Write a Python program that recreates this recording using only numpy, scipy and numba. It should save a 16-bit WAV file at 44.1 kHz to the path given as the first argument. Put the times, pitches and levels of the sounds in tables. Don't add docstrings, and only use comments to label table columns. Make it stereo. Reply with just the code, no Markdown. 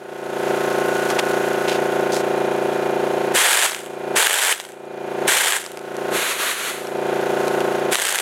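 import sys
import numpy as np
from scipy import signal
from scipy.fft import rfft, irfft, next_fast_len
from scipy.io import wavfile
from scipy.ndimage import uniform_filter1d
from numba import njit

SR = 44100
rng = np.random.default_rng(int(sys.argv[2]) if len(sys.argv) > 2 else 0)


def wav_out(sig):
    wavfile.write(sys.argv[1], SR, np.round(np.clip(np.atleast_2d(sig).T, -1, 1) * 32767).astype(np.int16))


N = 362369
TIME = np.arange(N) / SR
TURNS_PER_S = 28.843

# frequency in Hz, left-right correlation.
NEAR_LIKENESS = [(300, .8), (1500, .8), (3000, .62), (5000, .3), (9000, .42), (15000, .25)]


def from_db(db):
    return 10 ** (np.asarray(db) / 20)


def rms_one(x):
    return x / np.sqrt(np.mean(x ** 2) + 1e-20)


def at_hz(points, hz):
    f, value = np.transpose(points)
    return np.interp(np.log(hz + 1), np.log(f), value)


def drift(rate_hz):
    return rms_one(np.interp(TIME * rate_hz, np.arange(N // 8), rng.standard_normal(N // 8)))


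def pan(x, side_db):
    return x * from_db([[side_db / 2], [-side_db / 2]])


def white():
    return rng.standard_normal((2, N))


def colour(pair, spectrum, likeness, lag_ms=0):
    size = 2 * next_fast_len(N // 2 + 2000)
    hz = np.abs(np.fft.fftfreq(size, 1 / SR))
    gain = rms_one(from_db(at_hz(spectrum, hz)))
    minimum_phase = np.exp(signal.hilbert(np.log(gain)).conj())[:size // 2 + 1]
    hz = hz[:size // 2 + 1]
    alike = np.clip(at_hz(likeness, hz), -.99, .99)
    mid, side = rfft(pair, size) * minimum_phase
    side = side * np.sqrt((1 - alike) / (1 + alike))
    left = (mid + side) * np.exp(-2j * np.pi * hz * lag_ms / 1000)
    return irfft([left, mid - side], size)[:, :N]


def looped(lines, turns):
    one_turn = rms_one(irfft(lines, 8192))
    return np.interp(turns % 1, np.linspace(0, 1, len(one_turn), endpoint=False), one_turn)


def dying(kicks, decay_s):
    return signal.lfilter([1], [1, -np.exp(-1 / (decay_s * SR))], kicks + 1e-18)


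def pump(turns, level_db=-19.5, lag_ms=0.2, uneven_db=0.55, scatter_rad=0.71):
    # share of the turn, pitch in Hz, relative level in dB.
    reed = [(0, 259, -10), (.1, 480.8, -7.5), (0.271, 350.7, -21.5), (0.389, 379, -0.5), (.6, 408.4, 5),
            (.69, 439, 1), (0.759, 699.2, -1), (0.861, 784.4, -11.5), (1, 259, -10)]
    # multiple of the shaft rate, relative level in dB.
    harmonics = [(1, -47), (2, -37), (3, -75), (4, -25.5), (5, -10), (6, -62), (7, -10), (8, -8.5),
                 (9, -18), (10, -11.5), (11, -14), (12, 2), (13, 4), (14, 3), (15, -28), (16, -9.5),
                 (17, 0), (18, -1), (19, -5), (20, -16.5), (21, -1.5), (22, -1), (23, -10.5), (24, -6),
                 (25, -3), (26, -2.5), (27, -38), (28, -7.5), (29, -20), (30, -9), (31, -3.5), (32, -8.5),
                 (33, -29), (34, -26), (35, -11), (36, -19), (37, -9), (38, -48)]
    share, hz, reed_db = np.transpose(reed)
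    angle = np.linspace(0, 1, 1024, endpoint=False)
    flaps = np.cumsum(np.interp(angle, share, hz)) / len(angle) / TURNS_PER_S
    burst = from_db(np.interp(angle, share, reed_db)) * np.exp(2 * np.cos(2 * np.pi * flaps))
    lines = rfft(burst)[:len(harmonics) + 1]
    body_gain = np.append(0, from_db(np.array(harmonics)[:, 1]))
    lines = lines / np.abs(lines) * body_gain
    twist = scatter_rad * np.linspace(0, 1, len(lines)) ** 0.79 * rng.standard_normal(len(lines))
    half_lag = lag_ms * TURNS_PER_S / 2000
    ears = np.array([looped(lines * np.exp(1j * sign * twist), turns - sign * half_lag) for sign in (1, -1)])
    return pan(ears, side_db=-2) * from_db(level_db + uneven_db * drift(25))


def housing(turns, treble_db, rattle_db=-1.5, song_db=-5.0, swing_db=2.48, low_cut_hz=1080):
    # frequency in Hz, relative density in dB.
    spectrum = [(500, -12), (800, -7), (1150, -5), (1450, 4), (1800, -3), (2200, -7.5), (2700, -6),
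                (4000, -18.5), (5200, -30), (6800, -18), (9000, -72.5), (15000, -69)]
    # Hz (rounded to a shaft harmonic), relative level in dB, dB per dB of treble.
    modes = [(1067, -42.5, 1), (1297, -44.5, .2), (1384, -44.5, -1), (1470, -45, 2.5), (1701, -43.5, -1),
             (1805, -49.5, -0.3), (2422, -52, -5.5)]
    hz = np.arange(540) * TURNS_PER_S
    lines = from_db(at_hz(spectrum, hz) + 1.4 * rng.standard_normal((2, len(hz))))
    lines = lines * np.exp(2j * np.pi * rng.random((2, len(hz))))
    rattle = np.array([looped(ear * (hz > low_cut_hz), turns + .0007 * drift(40)) for ear in lines])
    stroke_db = swing_db * np.cos(2 * np.pi * (turns - .65)) + .8 * drift(120)
    song = 0
    for mode_hz, db, follows in modes:
        cycles = round(mode_hz / TURNS_PER_S) * turns + rng.random((2, 1))
        song = song + from_db(db + follows * treble_db + 2 * drift(6.2)) * np.sin(2 * np.pi * cycles)
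    return from_db(rattle_db + stroke_db) * rattle + from_db(song_db) * rms_one(song)


def compressor(housing_db=-30, cooling_db=-33, gust_db=2, leak_db=-42.5):
    # time in seconds, gain in dB.
    treble = [(0.3, 1.5), (1.2, 3.5), (2.4, -1), (5.1, -1.5), (6.0, 1.5), (7.0, -1), (7.5, 1.5),
              (7.85, -0.4)]
    # frequency in Hz, relative density in dB.
    cooling_spectrum = [(25, -13), (60, -29), (150, -18), (300, -8.5), (480, -1.5), (800, -5), (1200, -7),
                        (2000, -12.5), (4000, -20), (8000, -49)]
    leak_spectrum = [(800, -35), (3000, 5), (5000, 1.5), (6800, 3.5), (8200, 0), (10500, 1.5), (13000, -3),
                     (16000, -13.5)]
    # frequency in Hz, left-right correlation.
    far_likeness = [(100, 1), (500, 0.11), (1300, 0), (2500, 0), (10000, 0)]
    turns = TURNS_PER_S * TIME + 0.0015 * drift(18)
    treble_db = np.interp(TIME, *np.transpose(treble))
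    cooling = colour(white(), cooling_spectrum, far_likeness)
    cooling *= from_db(cooling_db + gust_db * np.cos(2 * np.pi * (turns - .65)))
    leak = colour(white() * from_db(1.8 * drift(300)), leak_spectrum, far_likeness)
    leak *= from_db(leak_db + 1.5 * treble_db)
    chug = pump(turns)
    rattle = from_db(housing_db + treble_db) * housing(turns, treble_db)
    return chug + pan(rattle + cooling + leak, side_db=-0.84)


def finger_rubs(grain_db=3, dull_hz=9000):
    # start in seconds, length in seconds, level in dB, centre in Hz, width in Hz.
    rubs = [(1.086, 0.05, -29, 2000, 6000), (1.101, 0.023, -18, 840, 400), (1.182, .025, -12, 720, 300),
            (1.189, 0.012, -9.5, 1880, 1170), (1.675, 0.11, -23.5, 2550, 2190),
            (2.12, 0.1, -26.5, 5000, 6140)]
    mid, side = white() * from_db(grain_db * drift(500))
    slips = mid + 0.92 * side * [[1], [-1]]
    slips = signal.sosfilt(signal.butter(1, dull_hz, fs=SR, output="sos"), slips)
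    out = np.zeros((2, N))
    for start_s, length_s, db, hz, width_hz in rubs:
        radius = np.exp(-np.pi * width_hz / SR)
        poles = [1, -2 * radius * np.cos(2 * np.pi * hz / SR), radius ** 2]
        band = signal.lfilter([1, 0, -1], poles, slips)
        progress = np.clip((TIME - start_s) / length_s, 0, 1)
        out += from_db(db) * rms_one(band) * np.sqrt(np.abs(np.sin(np.pi * progress ** 0.31)))
    return out


def cracks(rows, level_db, decay_s):
    # frequency in Hz, relative density in dB.
    spectrum = [(100, -28), (700, 12), (2000, 5.5), (3600, 7), (5500, 2.5), (8500, 0), (12000, -3),
                (16000, -58)]
    kicks = np.zeros(N)
    for start_s, db in rows:
        kicks[round(start_s * SR)] = from_db(db + level_db)
    return pan(colour(white() * dying(kicks, decay_s), spectrum, NEAR_LIKENESS), side_db=-3)


def bottle_clicks():
    # start in seconds, relative level in dB.
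    clicks = [(1.1024, -16), (1.196, -11.5), (2.166, -19), (7.48, -19), (7.6054, -21.5)]
    return cracks(clicks, level_db=0, decay_s=0.0021)


def valve(start_s, held_s, attack_s, drop_db, shut_s=0.0095, bleed_db_per_s=109.5):
    age_s = np.maximum(TIME - start_s, 0)
    released_s = np.maximum(age_s - held_s, 0)
    opened = (1 - np.exp(-age_s / attack_s)) ** 2
    fallen_db = drop_db * (1 - np.exp(-released_s / shut_s)) + bleed_db_per_s * released_s
    return opened, fallen_db


def blow_gun(spurts_per_s=190, spurt_s=0.00088, thinning=0.5):
    # start, hold and attack in seconds, then flow, drop on release,
    # spurts over steady air and left over right, all in dB.
    puffs = [(3.333, .32, 0.053, 4.5, 4.5, -3.5, -2), (4.149, 0.38, 0.04, 7, 7.5, 0, -2),
             (5.267, 0.3, 0.025, 1, 6, -2, -3.5), (7.904, 0.46, 0.038, -2, 8, 6, -9.5)]
    # frequency in Hz, relative density in dB.
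    spectrum = [(60, -41), (200, -36.5), (420, -5.5), (900, -2), (1200, -5), (1600, 2.5), (2600, -3.5),
                (3200, -1), (4200, -8), (5300, -11.5), (7800, -4), (10000, -7), (12500, -12.5),
                (16000, -25.5)]
    out = 0
    for start_s, held_s, attack_s, flow_db, drop_db, spurt_db, side_db in puffs:
        opened, fallen_db = valve(start_s, held_s, attack_s, drop_db)
        thinned_db = thinning * fallen_db
        born = rng.random(N) < spurts_per_s * from_db(-thinned_db) / SR
        spurts = dying(born * rng.uniform(.7, 2.8, N), spurt_s) * from_db(thinned_db / 3)
        steady = from_db(-spurt_db - thinned_db / 2 + 1.86 * drift(300))
        sputter = np.hypot(steady, spurts) / np.hypot(from_db(-spurt_db), .75)
        flow = sputter * opened * from_db(-fallen_db)
        jet = colour(white() * flow, spectrum, NEAR_LIKENESS, lag_ms=.012)
        out = out + pan(jet, side_db) * from_db(flow_db)
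    return out


def nozzle_spits():
    # start in seconds, relative level in dB.
    drops = [(3.696, 6), (3.719, 5), (3.747, 4.5), (4.6, 11), (4.65, 1.5), (5.663, 2), (5.773, -7.5),
             (5.792, -14), (5.967, -11), (6.871, -12), (7.955, 17), (8.187, 17)]
    return cracks(drops, level_db=-2.5, decay_s=.001)


def soft_hiss(air_db=3.5):
    # start, hold and attack in seconds, relative flow in dB.
    squeezes = [(6.09, .23, 0.22, 3), (6.368, 0.15, 0.028, -2.5), (6.559, 0.14, 0.0083, -11.5)]
    # frequency in Hz, relative density in dB.
    spectrum = [(100, -35), (400, -0.5), (900, -2), (1400, 3.5), (2200, 2), (4200, -0.5), (5100, -10),
                (6500, -3), (9000, -7), (11500, -6), (14000, -16), (16500, -20), (19000, 0.5)]
    flow = 0
    for start_s, held_s, attack_s, flow_db in squeezes:
        opened, fallen_db = valve(start_s, held_s, attack_s, drop_db=4)
        flow = np.hypot(flow, opened * from_db(flow_db - fallen_db))
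    rush = colour(white(), spectrum, likeness=[(300, 0.27), (10000, 0.53)], lag_ms=0.097)
    return pan(rush, side_db=-7) * flow * from_db(air_db)


def scene():
    drops_and_clicks = nozzle_spits() + bottle_clicks()
    return drops_and_clicks + compressor() + blow_gun() + soft_hiss() + finger_rubs()


@njit
def gain_cut(over_db, attack, release_db, start_db, most_db):
    cut, now = np.empty(len(over_db)), start_db
    for i in range(len(over_db)):
        now = now + attack * max(over_db[i] - now, 0.) - release_db
        now = min(max(now, 0.), most_db)
        cut[i] = now
    return cut


def record(dry, threshold_db=-11.0, attack_s=0.002, release_db_per_s=34, low_hz=60, high_hz=15900):
    sensed = dry + 0.47 * np.diff(dry, prepend=0)
    power = uniform_filter1d(sensed ** 2, size=130, axis=1).max(axis=0)
    over_db = 10 * np.log10(np.abs(power) + 1e-12) - threshold_db
    cut_db = gain_cut(over_db, 1 / (attack_s * SR), release_db_per_s / SR, start_db=16.5, most_db=30.0)
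    ducked = dry * from_db(-cut_db)
    rounded = ducked / (1 + (ducked / .9) ** 4) ** (1 / 4)
    rounded = signal.sosfilt(signal.butter(2, low_hz, "high", fs=SR, output="sos"), rounded)
    return signal.sosfilt(signal.ellip(10, .1, 90, high_hz, fs=SR, output="sos"), rounded)


dry = scene()
out = record(dry)
wav_out(out)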